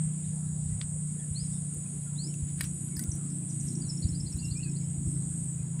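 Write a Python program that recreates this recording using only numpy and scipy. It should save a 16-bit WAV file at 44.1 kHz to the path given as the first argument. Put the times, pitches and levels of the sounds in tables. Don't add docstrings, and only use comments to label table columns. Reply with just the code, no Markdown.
import sys
import numpy as np
from scipy import signal
from scipy.fft import rfft, irfft, next_fast_len
from scipy.io import wavfile
from scipy.ndimage import uniform_filter1d

SR = 44100
rng = np.random.default_rng(int(sys.argv[2]) if len(sys.argv) > 2 else 0)


def invert_db(level):
    return 10 ** (np.asarray(level, dtype=float) / 20)


def transcribe(signal):
    frames = np.atleast_2d(signal).T
    limited = np.clip(frames, -1, 1)
    pcm = np.round(limited * 32767).astype(np.int16)
    wavfile.write(sys.argv[1], SR, pcm)


N = 255766
T = np.arange(N) / SR


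def noise():
    return rng.standard_normal(N)


def shaped(x, points):
    hz, db = np.transpose(points)
    n = next_fast_len(N, True)
    bins_hz = np.arange(n // 2 + 1) * SR / n
    gain_db = np.interp(np.log(bins_hz + 1), np.log(hz), db, -200, -200)
    y = irfft(rfft(x, n) * invert_db(gain_db), n)[:N]
    return y / np.std(y)


def band(x, lo_hz, hi_hz):
    sos = signal.butter(3, [lo_hz, min(hi_hz, SR / 2.1)], "band", fs=SR, output="sos")
    return signal.sosfilt(sos, x)


def walk(rate):
    k = int(SR / rate)
    held = np.repeat(rng.standard_normal(N // k + 1), k)
    return 1.4 * uniform_filter1d(uniform_filter1d(held, k), k)[:N]


def curves(table):
    s, *columns = np.transpose(table)
    return [np.interp(T, s, c) for c in columns]


def between(start, end):
    return 1. * (T > start) * (T < end)


def sine(hz):
    return np.sin(2 * np.pi * np.cumsum(hz) / SR)


def decay(t, t60):
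    return np.exp(-np.log(1000) * t / t60)


def add(out, s, x):
    i = max(int(s * SR), 0)
    out[i:i + len(x)] += x[:N - i]


def echoes(x, t60, wet_db, first_s=0.011):
    t = np.arange(int(.3 * SR)) / SR
    tail = rng.standard_normal(len(t)) ** 3 * decay(t, t60) * (t > first_s)
    return x + invert_db(wet_db) * signal.fftconvolve(x, tail / np.linalg.norm(tail))[:N]


# frequency in Hz, level in dB per Hz.
AIR_COLOUR = [(12, -67), (20, -39), (59, -17.5), (122, -1.5), (148, -7), (176, -8), (235, -20),
              (353, -30.5), (508, -34.5), (1130, -40.5), (5950, -48), (6400, -51), (8320, -82),
              (14100, -120)]
# frequency in Hz, level in dB per Hz.
TOP_COLOUR = [(10800, -15), (11300, -6), (12300, -4), (13100, -7), (13650, -7), (14200, -7), (15000, 5),
              (15530, 7)]


def air():
    octaves_hz = 14 * 2 ** np.arange(10)
    patches = sum(invert_db(1.2 * walk(12)) * band(noise(), hz, 2 * hz) for hz in octaves_hz)
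    hiss = shaped(patches, AIR_COLOUR)
    hiss *= invert_db(-63) / np.std(band(hiss, 447, 5700))
    shimmer = invert_db(-75.5 + 1.2 * walk(13)) * shaped(noise(), TOP_COLOUR)
    return hiss + shimmer


# time in seconds, firing rate in Hz, drone level in
# dB, # sixth order in dB against the drone, nearness of the second vehicle from 0 to 1 that lets its roar
ENGINE_RUN = [(0.0, 31.0, -32.5, -7.5, 0.03), (.4, 30.75, -33, -10.5, 0.2), (.8, 30.47, -33.5, -8.5, 0.14),
              (1.3, 30.1, -37, -9.5, 0), (1.55, 29.9, -34.5, -5.5, 0), (1.8, 29.7, -40.5, -5, 0),
              (2.1, 29.4, -38, -6, 0), (2.3, 29.28, -35.5, -6, 0.72), (2.65, 29.3, -36.5, -3.5, 0.6),
              (3.0, 29.05, -38, -6, 0.89), (3.33, 28.85, -39.5, 0.5, 1.01), (3.52, 28.7, -36, -5.5, 0.63),
              (3.8, 28.62, -35, -2, 0.95), (4.3, 28.3, -39, -2.5, 1.06), (4.55, 28.1, -35, -4.5, 0.99),
              (4.85, 27.95, -36, -1, 0.72), (5.25, 27.6, -37, -1, 0.95), (5.8, 27.2, -38, 1, 0.42)]
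# frequency in Hz, level in dB per Hz.
ROAR_COLOURS = [
    [(150, -12), (195, 1), (265, -7), (300, -27.5)],
    [(240, -13.5), (280, 2.5), (340, -4), (400, -14), (480, -42)],
]
# multiple of the firing rate, level in dB against the roar.
WEAK_ORDERS = [(7, -8), (8, -10), (9, -19.5), (10, -11.5), (11, -14.5)]


def engine():
    hz, drone_db, sixth_db, near = curves(ENGINE_RUN)
    turns = np.cumsum(hz) / SR
    roar_db = -55 + 8 * near
    upper_db = -67 + 17 * near
    throb_db = 3.0 * walk(10) + 0.51 * np.sin(2 * np.pi * turns)
    out = np.zeros(N)
    for db, colour in zip((roar_db, upper_db), ROAR_COLOURS):
        out += invert_db(db + throb_db) * shaped(noise(), colour)

    fourth_db = -13.5 + 1.3 * (hz[0] - hz)
    fourth_db = fourth_db + 4.5 * walk(2.5)
    orders = [(5, drone_db), (6, drone_db + sixth_db), (4, drone_db + fourth_db)]
    orders += [(k, (roar_db if k < 9.5 else upper_db) + db) for k, db in WEAK_ORDERS]
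    for k, db in orders:
        tremble_db = 5.0 if k > 6 else 1.5
        phase = 2 * np.pi * k * turns + 0.033 * k * walk(6) + 6 * rng.random()
        out += np.sqrt(2) * invert_db(db + tremble_db * walk(9)) * np.sin(phase)
    return out


# time in seconds, level in dB.
GUST = [(0.0, -63), (0.73, -39.5), (1.16, -54), (1.84, -57), (2.2, -71), (2.58, -43), (3.39, -65),
        (4.17, -41), (4.75, -45.5), (5.3, -45), (5.8, -62)]
# middle in seconds, peak in dB.
PUFFS = [(0.058, -32), (0.543, -36), (0.641, -32), (0.689, -35), (0.757, -28), (0.846, -32), (0.948, -35),
         (1.315, -25), (1.43, -27), (1.499, -32), (1.99, -39), (1.774, -30), (2.432, -20.5), (2.642, -33),
         (2.979, -26.5), (3.092, -20), (3.144, -28), (3.656, -29), (3.848, -31), (3.994, -42),
         (4.056, -14.5), (4.126, -24.5), (4.239, -36), (4.355, -20.5), (4.469, -28.5), (4.522, -22),
         (4.987, -28), (5.076, -21.5), (5.61, -31)]


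def wind():
    eddies = shaped(noise(), [(18, -45), (40, 2.5), (75, 6), (115, 8), (160, -27)])
    out = invert_db(curves(GUST)[0] + 3.2 * walk(14)) * eddies
    t = np.arange(-1200, 1200) / SR
    puff_hz = 80.6
    push = -np.cos(2 * np.pi * puff_hz * t) * np.exp(-(t * puff_hz / 0.57) ** 2)
    for s, db in PUFFS:
        add(out, s + t[0], invert_db(db) * push)
    return out


def note(length, start_hz, end_hz, swoop_hz):
    u = np.linspace(-.4, 1.4, int(1.8 * length * SR))
    hz = start_hz + (end_hz - start_hz) * u + swoop_hz * np.exp(-(u + 0.37) / 0.22)
    waver_hz = uniform_filter1d(rng.standard_normal(len(u)), size=90) * 800
    return np.hanning(len(u)) * sine(hz + waver_hz)


def twitter(out):
    for when, long, high, glide, loud in rng.random((110, 5)):
        hz = 500 * 8 ** (high ** 2)
        db = -67 + 7 * loud - 7 * high
        add(out, when * N / SR, invert_db(db) * note(.015 + .04 * long, hz, hz * (.96 + .08 * glide), 0))


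# time in seconds, pitch in Hz, level in dB.
UPSWEEPS = [
    [(1.34, 3700, -76), (1.36, 4140, -45), (1.384, 4500, -48), (1.414, 5030, -50), (1.436, 5060, -58),
     (1.447, 4996, -69)],
    [(2.145, 3394, -74), (2.157, 3430, -71), (2.193, 4210, -41), (2.219, 4470, -49), (2.247, 5020, -47.5),
     (2.265, 5040, -54), (2.275, 5402, -49), (2.321, 5450, -69), (2.326, 5399, -71)],
]
# time in seconds, pitch in Hz, level in dB.
PIPES = [
    [(4.415, 2800, -68), (4.43, 2760, -56.5), (4.5, 2770, -66), (4.54, 2800, -76)],
    [(4.545, 2350, -84), (4.557, 2380, -54.5), (4.6, 2520, -58), (4.618, 3000, -67), (4.635, 2681, -56),
     (4.665, 2540, -55), (4.72, 2480, -81)],
]


def whistles():
    out = np.zeros(N)
    for call in list(UPSWEEPS) + list(PIPES):
        hz, db = curves(call)
        gate = uniform_filter1d(between(call[0][0], call[-1][0]), size=300)
        flutter_db = 2.5 * walk(130)
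        out += np.sqrt(2) * gate * invert_db(db + flutter_db) * sine(hz * (1 + .005 * walk(90)))
    return out


# lag in seconds, length in seconds, start in Hz, end in Hz, swoop from above in Hz.
FIGURE = [
    (.003, .013, 4300, 4270, -60),
    (0.013, .014, 4770, 4660, 650),
    (0.065, .014, 5470, 5230, 77),
]
# time in seconds, then peaks of the low, middle and high note in dB.
TRILL = [
    (4.021, -43.5, -45, -45),
    (4.138, -57, -45, -41),
    (4.259, -47.5, -46, -44.5),
    (4.385, -48, -47.5, -44),
    (4.506, -44, -46, -48.5),
    (4.628, -45.5, -52, -55),
    (4.756, -52, -52, -72),
]
# time just after the onset in seconds, length in seconds, start in Hz, end in Hz,
# peak in dB.
DROOPS = [
    (3.499, 0.012, 6150, 6100, -46),
    (3.817, 0.013, 4790, 4600, -45),
    (3.839, .02, 4500, 4230, -58),
    (3.895, .022, 5420, 5230, -36.5),
    (3.973, 0.012, 5680, 5340, -42.5),
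]
# middle in seconds, length in seconds, pitch in Hz, peak in dB.
PEEPS = [(1.16, .05, 330, -52), (1.77, .06, 350, -50), (1.96, .06, 290, -47), (2.27, .06, 300, -47),
         (2.145, .06, 990, -63), (2.08, .04, 1390, -63), (.39, .06, 705, -61), (1.204, .018, 3400, -59.5),
         (1.21, .06, 1800, -62), (1.462, .022, 5440, -59), (1.49, .07, 4800, -65), (1.53, .05, 5250, -63),
         (1.55, .05, 3700, -61), (1.865, .012, 2520, -59), (2.31, .03, 3050, -63), (2.283, .006, 2400, -60),
         (2.932, .045, 2215, -62), (3.025, .045, 2150, -60), (3.07, .04, 1420, -63), (3.2, .06, 1370, -63),
         (3.73, .035, 4100, -67), (3.88, .06, 4150, -64), (3.322, .014, 5400, -59), (4.72, .014, 5300, -58),
         (4.135, .03, 4190, -57), (4.045, .02, 3950, -56), (4.17, .04, 5050, -58), (4.29, .03, 4200, -57),
         (4.35, .09, 5950, -68), (4.44, .03, 5900, -63), (3.885, .03, 5750, -57), (1.45, .05, 4150, -67),
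         (1.56, .035, 5280, -62), (1.563, .02, 5600, -62), (4.34, .035, 2620, -65), (4.371, .01, 4010, -56),
         (4.39, .03, 2850, -68), (1.535, .03, 5580, -62), (4.489, .014, 4150, -57),
         (4.676, .033, 1670, -62.5), (4.808, .009, 5300, -59), (4.84, .035, 5270, -61),
         (5.08, .04, 5430, -65), (5.113, .009, 5415, -61), (5.15, .04, 5380, -65)]
# time just after the onset in seconds, length in seconds, start in Hz, peak in
# dB.
CHIPS = [(2.646, 0.0098, 6300, -45), (2.96, 0.0077, 6200, -48), (2.965, .007, 5430, -39.5),
         (3.116, 0.0063, 6400, -35), (3.284, .004, 5700, -59), (3.3, .005, 6400, -52),
         (3.302, .005, 5540, -56), (3.491, .004, 5900, -56), (3.506, 0.0047, 6160, -47),
         (3.511, 0.0054, 5200, -60), (3.597, .006, 7600, -40), (3.607, 0.0059, 6500, -43),
         (3.67, .004, 5900, -50), (3.678, 0.0055, 6700, -44), (3.685, 0.0041, 6000, -40.5),
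         (3.703, .004, 5900, -49), (3.752, 0.006, 6170, -40.5)]
# delay in seconds, level in dB.
BANK_SLAPS = [
    (.023, -13),
    (.044, -18),
]


def birds():
    notes = []
    for s, *peaks_db in TRILL:
        for (lag, *shape), db in zip(FIGURE, peaks_db):
            notes.append((s + lag, *shape, db))
    for s, length, start_hz, end_hz, db in DROOPS:
        notes.append((s, length, start_hz, end_hz, 0, db))
    for s, length, hz, db in PEEPS:
        swoop_hz = 0.03 * hz * (length < .03) * (hz > 4500)
        notes.append((s - .38 * length, length, hz, hz * (1 - 0.022), swoop_hz, db))

    song, chips = np.zeros((2, N))
    for s, length, start_hz, end_hz, swoop_hz, db in notes:
        add(song, s - 0.52 * length, invert_db(db) * note(length, start_hz, end_hz, swoop_hz))
    for s, length, hz, db in CHIPS:
        add(chips, s - 0.46 * length, invert_db(db) * note(length, hz, hz - 900, 0))
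    twitter(song)

    near = echoes(song, .07, -11, first_s=.003) + echoes(chips, .14, -6, first_s=.003)
    near = near + sum(invert_db(db) * np.roll(near, int(s * SR)) for s, db in BANK_SLAPS)
    piped = echoes(whistles(), .06, -10, first_s=.004)
    return echoes(near, .4, -17) + echoes(piped, .3, -15)


def crack(t60, lo_hz, hi_hz):
    t = np.arange(1500) / SR
    push = rng.standard_normal(len(t)) * decay(t, t60)
    push[0] = 8.0
    x = signal.sosfilt(signal.butter(2, [lo_hz, hi_hz], "band", fs=SR, output="sos"), push)
    return x / np.abs(x).max()


def ring(hz, t60):
    t = np.arange(3000) / SR
    rise = 1 - np.exp(-t / 0.00014)
    return rise * decay(t, t60) * np.sin(2 * np.pi * hz * t)


# start in seconds, length in seconds, low band in dB, high band in dB.
RUBS = [(2.455, 0.082, -64, -80), (2.553, 0.15, -53, -50), (2.606, 0.012, -51, -32.5),
        (2.63, 0.032, -62, -51), (2.945, 0.13, -70, -45), (0.795, 0.057, -54, -79),
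        (1.718, 0.055, -69, -70), (3.602, 0.14, -64.5, -59), (4.004, 0.25, -70, -64),
        (4.28, 0.11, -70, -59), (5.786, 0.078, -34, -49)]


def rubbing():
    grains = noise() * invert_db(2.2 * rng.exponential(size=N))
    low = shaped(grains, [(900, 3.0), (1600, 13.5), (6000, 7.0), (8000, -24)])
    high = shaped(grains, [(8000, 15), (11500, 7), (13500, -30), (15000, 0), (15600, -16)])
    out = np.zeros(N)
    for s, length, low_db, high_db in RUBS:
        stroke = np.sin(np.pi * np.clip((T - s) / length, 0, 1)) ** 2
        out += stroke * (invert_db(low_db) * low + invert_db(high_db) * high)
    return out


# time in seconds, thread in dB, thread shrillness in dB, stem in dB, leaf in dB.
SNAPS = [
    (0.8136, -69, -6, -32, -42),
    (2.3401, -44, -9, -51, -68),
    (2.6088, -29, -5, -35, -47),
    (2.6115, -33, -10, -38, -48),
    (2.6324, -41, 0, -58, -49),
    (2.6405, -46, 7, -40.5, -45),
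    (2.8858, -52, -8, -59, -67),
    (2.9684, -38, 2, -58, -66),
    (2.9933, -26, -11, -50, -47),
    (3.038, -41, 4, -50, -56),
]
# start in seconds, pitch in Hz, peak in dB, 60 dB decay in seconds.
RINGS = [(.8143, 2070, -44, .008), (0.8136, 3280, -40, .02), (.8143, 4530, -46, .02),
         (.8143, 4900, -35, .015), (2.3405, 2680, -46.5, 0.024), (2.3405, 5900, -49, .04),
         (2.3405, 6370, -50, .03), (2.6091, 1870, -27, 0.02), (2.6091, 2230, -28, .022),
         (2.609, 620, -45, .02), (2.609, 1050, -42, .02), (2.6125, 1900, -34, .015),
         (2.6088, 2920, -37, 0.023), (2.6088, 4860, -37, .03), (2.6088, 5470, -40, .025),
         (2.6088, 6570, -42, .03), (2.611, 1600, -42, .03), (2.612, 3340, -42, .03),
         (2.612, 3960, -38, .03), (2.6328, 2300, -47, .008), (2.6328, 3700, -48, .006),
         (2.641, 4300, -48, .008), (2.641, 1700, -48, 0.023), (2.641, 2800, -43, .015),
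         (2.8862, 1480, -53, 0.015), (2.8865, 4700, -55, .012), (2.8862, 6000, -50, .012),
         (2.968, 1730, -46, 0.023), (2.979, 1790, -52, .04), (2.993, 1500, -47, 0.055),
         (2.9934, 1950, -44, 0.055), (2.9938, 4680, -35, .012), (2.9938, 5720, -40, .025),
         (2.9938, 6360, -39, .025), (2.9938, 12700, -34, 0.0044), (2.9682, 12600, -42, .004),
         (2.6092, 12500, -40, .005), (3.038, 1500, -50, .012), (3.0385, 3700, -46, .012),
         (3.0385, 6000, -35, 0.015)]
# time in seconds, peak in dB.
TICKS = [(1.7431, -43), (2.2812, -58), (2.5775, -51), (3.1537, -47), (3.3837, -54), (3.6351, -52),
         (3.7344, -49), (4.0118, -58), (4.0851, -60), (4.3725, -46)]


def fingers():
    out = rubbing()
    t60 = 0.0083
    for s, thread_db, shrill_db, stem_db, leaf_db in SNAPS:
        top = invert_db(thread_db + shrill_db + 3.0) * crack(t60, 14200, 15400)
        thread = invert_db(thread_db + 6.0) * crack(t60, 9000, 13200)
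        stem = invert_db(stem_db + 6.0) * crack(1.2 * t60, 1770, 3930)
        leaf = invert_db(leaf_db + 6.5) * crack(t60, 4500, 5000)
        add(out, s + 0.00063, top + thread + stem + leaf)
    for s, hz, db, ring_t60 in RINGS:
        add(out, s, invert_db(db) * ring(hz, ring_t60))
    for s, db in TICKS:
        add(out, s, invert_db(db) * (crack(0.0076, 10500, 10700) + crack(0.0065, 14000, 15000)))
    return out


def cricket(hz, drift_hz, rate, sharp, throb_db, weak_db=0):
    strokes = np.cumsum(rate * (1 + 0.0095 * walk(3.26))) / SR + rng.random()
    gate = np.abs(np.sin(np.pi * strokes)) ** (2 * sharp)
    gate = gate * invert_db(weak_db * (strokes % 2 > 1))
    throb = invert_db(throb_db * np.sin(2 * np.pi * 8.8 * T + 2 * walk(0.77)) + 1.5 * walk(5.11))
    return gate * throb * sine(hz + drift_hz * walk(2) + 50 * walk(rate))


# start in seconds, length in seconds.
LOW_PAUSES = [
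    (3.306, 0.16),
    (4.14, 0.12),
    (5.12, 0.068),
]
# time in seconds, level in dB.
MID_SWELL = [(0, -51.5), (1.3, -47.5), (3.2, -48.5), (4.0, -53), (5.8, -58)]
# end in seconds, peak in dB.
HIGH_BOUTS = [(.42, -63), (1.3, -62), (2.05, -58), (2.858, -53), (3.66, -56), (4.5, -56.5), (5.399, -58)]


def kind_levels():
    pauses = sum(between(s, s + length) for s, length in LOW_PAUSES)
    low_db = -54.5 - 14 * uniform_filter1d(pauses, size=2000)
    swell_db_per_s, fall_db_per_s, rest_db = 42.5, 151.5, -75.5
    bouts = []
    for end, db in HIGH_BOUTS:
        bouts.append(db - np.where(T < end, swell_db_per_s * (end - T), fall_db_per_s * (T - end)))
    high_db = np.maximum(np.max(bouts, axis=0), rest_db)
    high_hz = 10550 + 27.5 * (high_db - rest_db)
    return low_db, curves(MID_SWELL)[0], high_db, high_hz


# frequency in Hz, level in dB per Hz.
CHORUS_COLOUR = [(6300, -36.5), (6700, -13.5), (7100, -14.5), (7350, -14.5), (7500, -5), (7750, -1),
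                 (8300, 1), (8550, -8), (8800, -2.5), (9600, -9), (9900, -15.5), (10900, -22),
                 (11300, -34.5), (12000, -42)]
# time in seconds, level in dB.
CHORUS_SWELL = [(0.0, -45.5), (.5, -46.5), (1.35, -44.5), (2.2, -46), (3.1, -45), (3.8, -46), (4.67, -46.5),
                (5.36, -44), (5.8, -47.5)]
# wing pitch in Hz or 0 if it slides, pitch spread in Hz, strokes per second,
# stroke sharpness, throb in dB, level in dB.
KINDS = [
    (6932, 34, 59.3, 0.74, 1.5, 0),
    (9370, 220, 125, 0.68, 2.5, -2),
    (0, 180, 96, 1.4, 2.5, -2),
]
# start in seconds, end in seconds, pitch in Hz, level in dB.
BOUTS = [(-.1, 0.07, 8520, -39.5), (1.36, 1.97, 8430, -44.5), (2.898, 3.1, 8260, -48),
         (3.423, 3.734, 8500, -43), (5.065, 5.52, 8390, -41.5), (0.034, .3, 10500, -68),
         (1.08, 1.45, 10650, -62), (3.304, 3.622, 10550, -57.5), (3.85, 4.05, 10800, -65),
         (4.877, 5.36, 10700, -60.5)]


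def crickets():
    crowd = np.zeros(N)
    for hz in range(6000, 12500, 500):
        patchy_db = (1 + (hz > 9800)) * (walk(3) + 1.5 * walk(14))
        crowd += invert_db(patchy_db) * band(noise(), hz, hz + 500)
    out = invert_db(curves(CHORUS_SWELL)[0] + 2.0) * shaped(crowd, CHORUS_COLOUR)

    *swells, slide_hz = kind_levels()
    for swell_db, (hz, spread_hz, *stroke, db) in zip(swells, KINDS):
        hz = hz if hz else slide_hz
        kind = np.zeros(N)
        for k in (-1, 0, 1):
            kind += invert_db(-3.0 * abs(k)) * cricket(hz + k * spread_hz, .3 * spread_hz, *stroke)
        out += invert_db(swell_db + db) * kind / np.std(kind)

    for s, end, hz, db in BOUTS:
        singing = uniform_filter1d(between(s, end), size=1500)
        out += 2 * invert_db(db) * singing * cricket(hz, 15, 208.5, 1.0, 0, weak_db=-7.5)
    return echoes(out, 0.62, -11.0)


def scene():
    return (air() + engine() + wind() + birds() + fingers() + crickets())[None]


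def low_pass(x):
    return signal.sosfilt(signal.butter(12, 16650, fs=SR, output="sos"), x)


def record(dry):
    thin = signal.sosfiltfilt(signal.butter(1, 48, "high", fs=SR, output="sos"), dry)
    cut = signal.sosfilt(signal.ellip(8, .2, 50, 15480, fs=SR, output="sos"), thin)
    return low_pass(cut)


dry = scene()
out = record(dry)
transcribe(out)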